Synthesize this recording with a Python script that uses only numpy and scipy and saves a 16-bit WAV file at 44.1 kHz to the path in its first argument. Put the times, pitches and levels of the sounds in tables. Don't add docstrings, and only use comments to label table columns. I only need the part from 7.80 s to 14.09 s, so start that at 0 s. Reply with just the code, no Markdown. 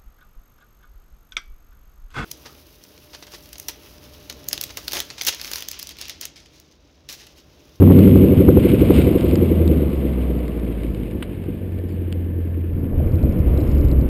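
import sys
import numpy as np
from scipy import signal
from scipy.fft import rfft, irfft, next_fast_len
from scipy.io import wavfile
from scipy.ndimage import uniform_filter1d, map_coordinates

SR = 44100
rng = np.random.default_rng(int(sys.argv[2]) if len(sys.argv) > 2 else 0)


def log_audio(samples):
    frames = np.atleast_2d(samples).T
    limited = np.clip(frames, -1, 1)
    pcm = np.round(limited * 32767).astype(np.int16)
    wavfile.write(sys.argv[1], SR, pcm)


def gain_from_db(level_db):
    decades = np.asarray(level_db, float) / 20
    return 10 ** decades


N = 277377

# [pipe lag t/s, loaded bark level/dB, coasting bark level/dB]
CYLINDERS = [(0, 0, 0), (-.003, -9, -12), (0, -18, -14), (0, -18, -15), (-.002, -15, -11), (0, -18, -14),
             (0, -17, -13), (0, -17, -8)]
# [f/Hz, width/Hz, level/dB]
OVERRUN = [(205, 25, -4), (255, 25, -4), (290, 45, -1), (365, 40, -5), (480, 25, -13)]


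def unit(x):
    return x / np.sqrt(np.mean(x ** 2) + 1e-20)


def along(points, hz):
    f, v = np.transpose(points)
    return np.interp(np.log(hz + 1), np.log(f + 1), v)


def curves(rows):
    s, *cols = np.transpose(rows)
    return [np.interp(np.arange(N) / SR, s, c) for c in cols]


def ramp(start_s, end_s):
    return np.interp(np.arange(N) / SR, [start_s, end_s], [0, 1])


def wobble(rate):
    knots = rng.standard_normal(int(N * rate / SR) + 4)
    return map_coordinates(knots, [np.arange(N) * rate / SR])


def filtered(x, response):
    m = next_fast_len(N + SR // 2)
    return irfft(rfft(x, m) * response(np.fft.rfftfreq(m, 1 / SR)), m)[:N]


def above(f, corner_hz, power):
    return 1 / (1 + (corner_hz / (f + 1)) ** power)


def below(f, corner_hz, power):
    return 1 / (1 + (f / corner_hz) ** power)


def noise(spectrum):
    return unit(filtered(rng.standard_normal(N), lambda f: gain_from_db(along(spectrum, f))))


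def modes(table):
    def response(f):
        total = 0
        for k, (centre, width, db) in enumerate(table):
            damping = 1j * f * width
            total = total + (-1) ** k * gain_from_db(db) * damping / (centre * centre - f * f + damping)
        return total
    return response


def pipe(table):
    lowest, highest = table[0][0], table[-1][0]
    return lambda f: modes(table)(f) * below(f, 1.23 * highest, 8) * above(f, 0.98 * lowest, 6)


def evened(x, span_s):
    return x / np.sqrt(np.abs(uniform_filter1d(x ** 2, int(span_s * SR))) + 1e-9)


def blown(at, size_db, response):
    return evened(filtered(np.bincount(at, gain_from_db(size_db), N), response), .35)


def struck(s, db, hz, width_hz):
    blow = np.bincount([round(s * SR)], [-gain_from_db(db) * SR / (2 * np.pi * width_hz)], N)
    return filtered(blow, modes([(hz, width_hz, 0)]))


def knocks(events, length_s, attack_s, crack, tone):
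    out, t = np.zeros(N + SR), np.arange(int(length_s * SR)) / SR
    for s, db, hz, t60 in events:
        shape = gain_from_db(db - 60 * t / max(t60, .002)) * (1 - np.exp(-t / attack_s))
        ring = tone * np.sin(2 * np.pi * hz * t)
        burst = crack * np.sign(rng.standard_normal(len(t)))
        out[round(s * SR):][:len(t)] += shape * (ring + burst)
    return out[:N]


def firings(cycle, jitter_s, scatter_db):
    at = np.flatnonzero(np.diff(np.floor(8 * cycle))) + 1
    cylinder = np.floor(8 * cycle[at]).astype(int) % 8
    luck = rng.standard_normal((len(at), 2))
    late_s = np.array(CYLINDERS)[cylinder, 0] + jitter_s * luck[:, 0]
    late = np.round(late_s * SR).astype(int)
    return np.clip(at + late, 0, N - 1), cylinder, scatter_db * luck[:, 1]


def drone(cycle, order, db, rough_db):
    phase = 2 * np.pi * order * cycle + 0.028 * wobble(14)
    return np.sqrt(2) * gain_from_db(db + rough_db * wobble(16)) * np.sin(phase)


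def launch():
    bite_s, fade_s = 0.45, 0.044
    return 1 / (1 + np.exp(np.clip((np.arange(N) / SR - bite_s) / fade_s, -50, 50)))


def tailpipe(f):
    # [f/Hz, level/dB]
    pipe_gain = [(200, -38.5), (260, -5.5), (310, 8.5), (390, 3.5), (440, -6.5), (480, -2), (560, -10),
                 (650, -29), (900, -60)]
    # [f/Hz, group delay t/s]
    baffle_delay = [(250, -.001), (400, .001), (450, .007), (550, .014), (650, .018)]
    turns = np.cumsum(along(baffle_delay, f)) * f[1]
    return -gain_from_db(along(pipe_gain, f)) * np.exp(-2j * np.pi * turns)


def front_bark(at, cylinder, luck_db, load, uneven):
    _, loaded_db, coasting_db = np.array(CYLINDERS)[cylinder].T
    loaded = blown(at, uneven[at] * loaded_db + luck_db, tailpipe)
    early = at - 220 * (at > 220)
    coasting = blown(early, coasting_db + luck_db, pipe(OVERRUN))
    return np.sqrt(load) * loaded + np.sqrt(1 - load) * coasting


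def silencer_throb(at, cylinder, luck_db, load):
    # [f/Hz, width/Hz, level/dB]
    cavity = [(137, 34, -0.5), (170.6, 29.4, 0.5), (189.7, 23.3, 1), (223.4, 20.8, -2.5),
              (252.6, 17.5, -1.5)]
    residue = [-1, -7, -5, 0, 4, 3, -2, 1]
    return blown(at, load[at] ** 2 * np.array(residue)[cylinder] + luck_db, pipe(cavity))


def far_pipe(at, cylinder, luck_db, bark_db):
    # [cylinder, lag t/s, f/Hz, width/Hz]
    paths = [(2, .013, 310, 170), (5, .017, 490, 130), (5, .009, 290, 170)]
    # [t/s, first level/dB, second level/dB, third level/dB]
    path_levels = [(0, -24, -24, -20), (.5, -17, -24, -22), (.7, -10, -21, -24), (1.3, -10, -16, -24),
                   (2.1, -12, -14, -21), (3, -12, -20, -16), (4.2, -9, -18, -13)]
    out = np.zeros(N)
    for (which, lag_s, hz, width_hz), far_db in zip(paths, curves(path_levels)):
        mine = cylinder == which
        late = np.minimum(at[mine] + round(lag_s * SR), N - 1)
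        narrow = modes([(hz, width_hz, 0)])
        out -= gain_from_db(bark_db + far_db) * blown(late, luck_db[mine], lambda f: narrow(f) ** 4)
    return out


def front_drone(cycle, hz, bark_db, load, slip):
    # [f/Hz, level/dB]
    boom = [(42, -5), (46, -11.5), (54, 3.5), (62, 5.5), (70, 0.5), (80, 4.5), (90, -4), (96, -9)]
    # [f/Hz, level/dB]
    octave_boom = [(84, 14.5), (88, 10), (94, 0), (110, -11), (125, -14), (148, -35), (192, -36.5)]
    # [order per cycle, level/dB]
    burble = [(5, -9), (6, -1), (7, -7)]
    firing_db = bark_db + along(boom, hz) + 10 * slip
    octave_db = bark_db + along(octave_boom, 2 * hz) + 12 * slip - 2.5
    octave_db += 3.5 * np.cos(np.pi * (cycle + .1)) ** 24
    octave_db += 2 * np.cos(np.pi * (cycle - .27)) ** 24
    out = drone(cycle, order=8, db=firing_db, rough_db=1.2)
    out += drone(cycle, order=16, db=octave_db, rough_db=.7)
    for order, db in burble:
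        out += load ** 2 * drone(cycle, order=order, db=bark_db - 9 + db, rough_db=1.8)
    return out


def gas_churn():
    # [f/Hz, level/dB per Hz]
    rumble = [(65, -32.5), (110, -30), (141, -13.5), (281, -12.5), (422, -12.5), (490, -14.5), (564, -26),
              (650, -29.5), (840, -59), (1430, -120)]
    return noise(rumble)


def floor_pan():
    return noise([(40, -38.0), (56, -5), (95, -9.5), (125, -3.5), (160, -33.5), (300, -120)])


def front_exhaust():
    # [t/s, firing rate f/Hz]
    revs = [(0, 93.63), (.3, 96.25), (.6, 96.1), (.9, 96.54), (1.2, 94.51), (1.45, 92.71), (1.7, 84.59),
            (2, 73.82), (2.3, 65.12), (2.7, 59.61), (3.1, 53.74), (3.6, 46.92), (4.1, 44.33), (4.6, 42.63),
            (5.4, 41.5), (6.3, 41)]
    # [t/s, opening 0-1, unevenness of the cylinders]
    throttle = [(0, 0.82, 0.49), (.45, 0.93, 0.57), (.65, 0.89, 1.18), (1.4, 0.86, 0.91), (2.1, 0.81, 0.69),
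                (3.2, 0.07, 0.073), (5.1, 0.08, 0.99)]
    # [t/s, bark level/dB]
    effort = [(0, -12.5), (.52, -13), (.67, -10), (.9, -13.5), (1.25, -13), (1.4, -19), (1.63, -16),
              (1.72, -18.5), (1.95, -18.5), (2.1, -24.5), (2.4, -25.5), (2.7, -29), (3.2, -29.5),
              (3.4, -33), (3.65, -31), (4.0, -33.5), (5.0, -33.5), (5.3, -43)]
    hz, bark_db, slip = curves(revs)[0], curves(effort)[0], launch()
    cycle = -.24 + np.cumsum(hz) / SR / 8
    load, uneven = np.clip(curves(throttle), 0, 1.5)
    load = np.minimum(load, 1)
    at, cylinder, luck_db = firings(cycle, jitter_s=.0003, scatter_db=1.2)
    luck_db = luck_db * (1 + 2 * (1 - load[at]))
    idle_hz = 44
    throb_db = bark_db - 0.162 * (hz - idle_hz) + 6.5 * slip + 5.44 * load
    churn_db = bark_db - 5 - 11 * load
    floor_db = bark_db - 4.5 - 6.5 * load - 7.5 * slip
    out = gain_from_db(bark_db - 1.0) * front_bark(at, cylinder, luck_db, load, uneven)
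    out += gain_from_db(throb_db) * silencer_throb(at, cylinder, luck_db, load)
    out += far_pipe(at, cylinder, luck_db, bark_db)
    out += gain_from_db(churn_db) * gas_churn()
    out += front_drone(cycle, hz, bark_db, load, slip)
    out += gain_from_db(floor_db) * floor_pan()
    return out * (1 - ramp(4.52, 6.3))


def wind_buffet(scrub_db):
    # [f/Hz, level/dB per Hz]
    buffet = [(12, -5.5), (25, -2.5), (40, 1), (60, 22.5), (100, 14.5), (200, -32.5)]
    # [t/s, level/dB on the buffet]
    gusts = [(.45, 1.5), (.82, 4), (1.5, 6.5), (1.9, -3), (2.15, 3), (2.6, 0), (3.3, 3), (5.1, 3), (5.4, 2),
             (5.9, 7), (6.2, 1.5)]
    t, gust_s = np.arange(N) / SR, 0.19
    gust_db = sum(db * np.exp(-((t - s) / gust_s) ** 2) for s, db in gusts)
    buffet_db = -37 + 0.67 * (scrub_db + 54.0) + gust_db
    return gain_from_db(buffet_db) * unit(gain_from_db(1.5 * wobble(12)) * noise(buffet))


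def air_roar():
    # [t/s, roar level/dB]
    airflow = [(0, -33), (.6, -35), (.9, -35.5), (1.1, -32), (1.3, -33), (2.0, -37), (2.6, -39),
               (3.0, -42.5), (3.7, -48), (4.95, -49), (5.2, -43), (5.45, -45), (5.75, -37.5), (6.29, -41.5)]
    # [f/Hz, level/dB per Hz]
    roar = [(360, 1.5), (620, -1.5), (751, -9.5), (828, -13), (1120, -14.5), (1270, -18.5), (1680, -30.5),
            (2000, -20), (2600, -30.5), (4400, -120)]
    hum = noise([(1300, -51.0), (1550, -1.0), (1650, -2.5), (1800, 2.5), (2100, -41.5)])
    flow = unit(gain_from_db(0.37 * wobble(17)) * noise(roar))
    return gain_from_db(curves(airflow)[0] + 6.0) * flow + gain_from_db(-60) * hum


def tyre_scrub(scrub_db):
    # [f/Hz, level/dB per Hz]
    scrub_spectrum = [(760, -5), (1300, -8), (1420, -2.5), (1850, -8), (2130, 1), (2980, -1.5), (3790, -11),
                      (5040, -23.5), (5540, -22), (5900, -51), (7670, -86), (13000, -120)]
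    # [t/s, share of added treble]
    spin = [(0, 0.9), (.72, 0.32), (.9, 0.26), (1.25, 0.98), (1.35, 0.72), (2, 0.66), (5.0, -0.34),
            (5.3, -0.51), (6.3, -0.61)]
    grain = gain_from_db(wobble(15) + 1.4 * wobble(90) + 2 * wobble(500))
    chippings_per_s = 25
    chips = (rng.random(N) < chippings_per_s / SR) * gain_from_db(8 + 8.5 * rng.standard_normal(N))
    chips = signal.lfilter([1], [1, -.985], chips)
    scrub = noise(scrub_spectrum)
    treble = filtered(scrub, lambda f: above(f, 3600, 6))
    scrub = scrub + 1.1 * curves(spin)[0] * treble
    return gain_from_db(scrub_db) * (grain + 0.057 * chips) * scrub


def road():
    # [t/s, scrub level/dB]
    tyres = [(0, -46.5), (.2, -40), (.5, -42), (.74, -43.5), (.9, -35), (.97, -40), (1.03, -36), (1.2, -35),
             (1.28, -41.5), (1.7, -45), (2.0, -47), (3.0, -51), (3.7, -54.5), (5.1, -57), (5.35, -53),
             (5.5, -50), (5.7, -50), (6.29, -51.5)]
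    scrub_db = curves(tyres)[0]
    return wind_buffet(scrub_db) + air_roar() + tyre_scrub(scrub_db)


def overload_pops():
    # [t/s, peak level/dB]
    crackles = [(.023, -24), (.105, -24), (.189, -23), (.248, -29), (.273, -20), (.356, -29), (.438, -24),
                (.588, -25), (.605, -23), (.688, -16), (.773, -27)]
    # [f/Hz, width/Hz, level/dB]
    crackle_bands = [(760, 220, -11), (1050, 220, -11), (1400, 260, -14)]
    pops = sum(struck(s + .001, db + 24, 1100, 1500) for s, db in crackles)
    return filtered(pops, lambda f: (modes(crackle_bands)(f) + 0.097) * above(f, 600, 4) * below(f, 2300, 4))


def arch_grit():
    # [t/s, peak level/dB, f/Hz]
    stones = [(0.275, -33.5, 3030), (0.365, -29.5, 2520), (0.807, -44, 2580), (0.894, -29, 2330),
              (1.1634, -21.5, 2150), (1.206, -32.5, 2620), (1.4092, -20.5, 3100), (1.5115, -23.5, 2320),
              (1.556, -16.5, 4790), (1.8774, -25, 3770), (2.03, -38.5, 2180), (2.3338, -35, 2090),
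              (2.59, -31, 2260), (2.68, -27.5, 2090), (2.796, -32.5, 2170), (2.849, -37, 2780),
              (3.019, -37, 2910), (3.034, -30.5, 2160), (3.3114, -36.5, 2740), (3.147, -30.5, 2390),
              (3.639, -35.5, 2700), (3.988, -32, 2280), (0.051, -42, 2950), (.19, -21, 3570),
              (.2304, -33, 3000), (.5457, -40, 2750), (0.6735, -34, 2800), (0.8504, -31.5, 2860),
              (1.0174, -27, 2570), (1.097, -32, 2540), (4.32, -39.5, 3200), (5.319, -44, 1990)]
    t60_s = 0.011
    grit = knocks([(*hit, t60_s) for hit in stones], .04, attack_s=0.00031, crack=2.06, tone=1.0)
    return filtered(grit, lambda f: above(f, 1700, 4) * below(f, 4200, 4))


def low_thumps():
    # [t/s, peak level/dB, f/Hz, t60 t/s]
    jolts = [
        (0.571, 0.5, 93, 0.085),
        (5.172, -9.5, 79.7, 0.26),
        (5.261, 5, 70.0, 0.03),
        (5.331, -2.5, 85, 0.14),
        (5.429, -3.5, 67.2, 0.13),
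        (5.49, 6.5, 81.27, 0.03),
        (5.601, 6, 92, 0.037),
        (5.667, -6, 53.7, 0.18),
        (5.717, -5, 60.3, 0.098),
        (6.046, 1, 57.26, 0.042),
    ]
    return knocks(jolts, .2, attack_s=.016, crack=0, tone=2.2)


def sill_stones():
    # [t/s, peak level/dB, f/Hz, width/Hz]
    blows = [
        (3.4256, -7, 1690, 2610),
        (3.4275, -23, 1170, 300),
        (3.4283, -15.5, 2980, 457),
        (3.4288, -27, 1160, 250),
        (4.3264, -13.5, 3000, 810),
        (4.3266, -8, 4720, 1390),
    ]
    # [t/s, peak level/dB, f/Hz, t60 t/s]
    tail = [
        (3.428, -35.5, 2900, .06),
    ]
    stone = knocks(tail, .06, attack_s=.001, crack=3.3, tone=0) + sum(struck(*hit) for hit in blows)
    return filtered(stone, lambda f: above(f, 600, 4) * below(f, 3900, 8))


def rubber_squeak():
    t = np.arange(N) / SR
    start_s, from_hz, to_hz, sag_s = 4.08, 5150, 4250, .022
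    hz = to_hz + (from_hz - to_hz) * np.exp(-np.clip(t - start_s, 0, 1) / sag_s)
    phase = 2 * np.pi * np.cumsum(hz + 300 * wobble(600)) / SR
    swell = np.interp(t, [start_s, 4.088, 4.14, 4.165], [0, 1, 1, 0])
    return swell * gain_from_db(-61 + 3 * wobble(200)) * np.sin(phase)


def rear_exhaust():
    # [t/s, firing rate f/Hz, drone level/dB]
    rear = [(5.0, 89.3, -45), (5.2, 90.6, -24), (5.351, 88.75, -42), (5.5, 83.4, -27), (5.65, 73.9, -22),
            (5.748, 71.45, -16), (5.95, 70.67, -19), (6.19, 63.87, -14), (6.3, 60.1, -20)]
    # [f/Hz, level/dB per Hz]
    wake = [(59, -21.5), (100, 1), (189, -5.5), (311, -6.5), (356, -14.5), (489, -14), (777, -37.5),
            (1500, -41), (1950, -64), (3300, -120)]
    hz, drone_db = curves(rear)
    bark_db = -29.5 + 0.41 * (drone_db + 14)
    cycle = np.cumsum(hz) / SR / 8
    at, cylinder, luck_db = firings(cycle, jitter_s=.001, scatter_db=4)
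    bark = blown(at, 0.64 * np.array(CYLINDERS)[cylinder, 2] + luck_db, pipe(OVERRUN))
    lope_db = 2.5 * np.cos(4 * np.pi * cycle) + 1.9 * wobble(30)
    tone = drone(cycle, order=8, db=drone_db - 1.5 + lope_db, rough_db=1.5)
    tone += drone(cycle, order=16, db=drone_db - 13, rough_db=2)
    sub_bass = noise([(8, -16), (18, -0.5), (35, 16), (60, -23.5), (120, -120)])
    thump = gain_from_db(-25.5 + 4.5 * wobble(24)) * sub_bass
    torn_air = gain_from_db(-21 + 1.3 * wobble(25)) * noise(wake)
    return ramp(4.805, 5.24) * (gain_from_db(bark_db) * bark + tone + torn_air + thump)


def rear_surges():
    # [t/s, peak level/dB]
    hard_firings = [(5.129, -23.5), (5.199, -16), (5.313, -38), (5.434, -18.5), (5.477, -28.5), (5.53, -26),
                    (5.574, -26.5), (5.598, -26.5), (5.677, -20.5), (5.733, -34), (5.785, -19),
                    (5.813, -23), (5.966, -28), (6.044, -29.5), (6.13, -23.5), (6.194, -26), (6.259, -29)]
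    centre_hz, width_hz, rise_s_per_hz = 590, 200, .00004
    surges = sum(struck(s, db + 5, centre_hz * gain_from_db(0.39 * rng.standard_normal()), width_hz)
                 for s, db in hard_firings)

    def chirp(f):
        phase = np.pi * rise_s_per_hz * (f - 640) ** 2
        return modes([(centre_hz, 420, 0)])(f) ** 4 * np.exp(-1j * phase)
    return filtered(surges, chirp)


def rear_rattle():
    # [t/s, peak level/dB]
    ticks = [(5.2673, -56), (5.2892, -52), (5.3192, -50), (5.3556, -50), (5.3915, -54), (5.4279, -49),
             (5.4918, -55), (5.5232, -48), (5.5911, -52), (5.7397, -52), (5.7751, -39), (5.8031, -46),
             (5.808, -50), (5.8125, -44), (5.839, -49), (5.8754, -47), (5.9, -52), (5.9133, -44),
             (5.919, -47), (5.9492, -46), (5.9817, -42), (6.0111, -46), (6.047, -46), (6.0844, -46),
             (6.1139, -40), (6.1712, -58), (6.2106, -46)]
    # [f/Hz, width/Hz, level/dB]
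    loose_part = [(4000, 350, -2), (5300, 350, -4)]
    burst = knocks([(s, db, 0, .009) for s, db in ticks], .03, attack_s=.0004, crack=16, tone=0)
    return filtered(burst, modes(loose_part))


def scene():
    mix = front_exhaust() + road()
    mix += overload_pops() + arch_grit() + low_thumps()
    mix += sill_stones() + rubber_squeak()
    mix += rear_exhaust() + rear_surges() + rear_rattle()
    return mix[None]


def roll_off(x):
    return signal.sosfilt(signal.butter(12, 15140, fs=SR, output="sos"), x)


def record(dry):
    hold_hz = 12000
    hard = dry[0] / (1 + np.abs(dry[0] / 1.05) ** 14) ** (1 / 14)
    base = filtered(hard, lambda f: below(f, 5500, 40))
    mirrored = base * (1 + 2 * np.cos(2 * np.pi * hold_hz * np.arange(N) / SR))
    held = filtered(mirrored, lambda f: np.sinc(f / hold_hz) * (f < 15150))
    return roll_off(np.clip(held, -1, 1)[None])


dry = scene()
out = record(dry)
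log_audio(out)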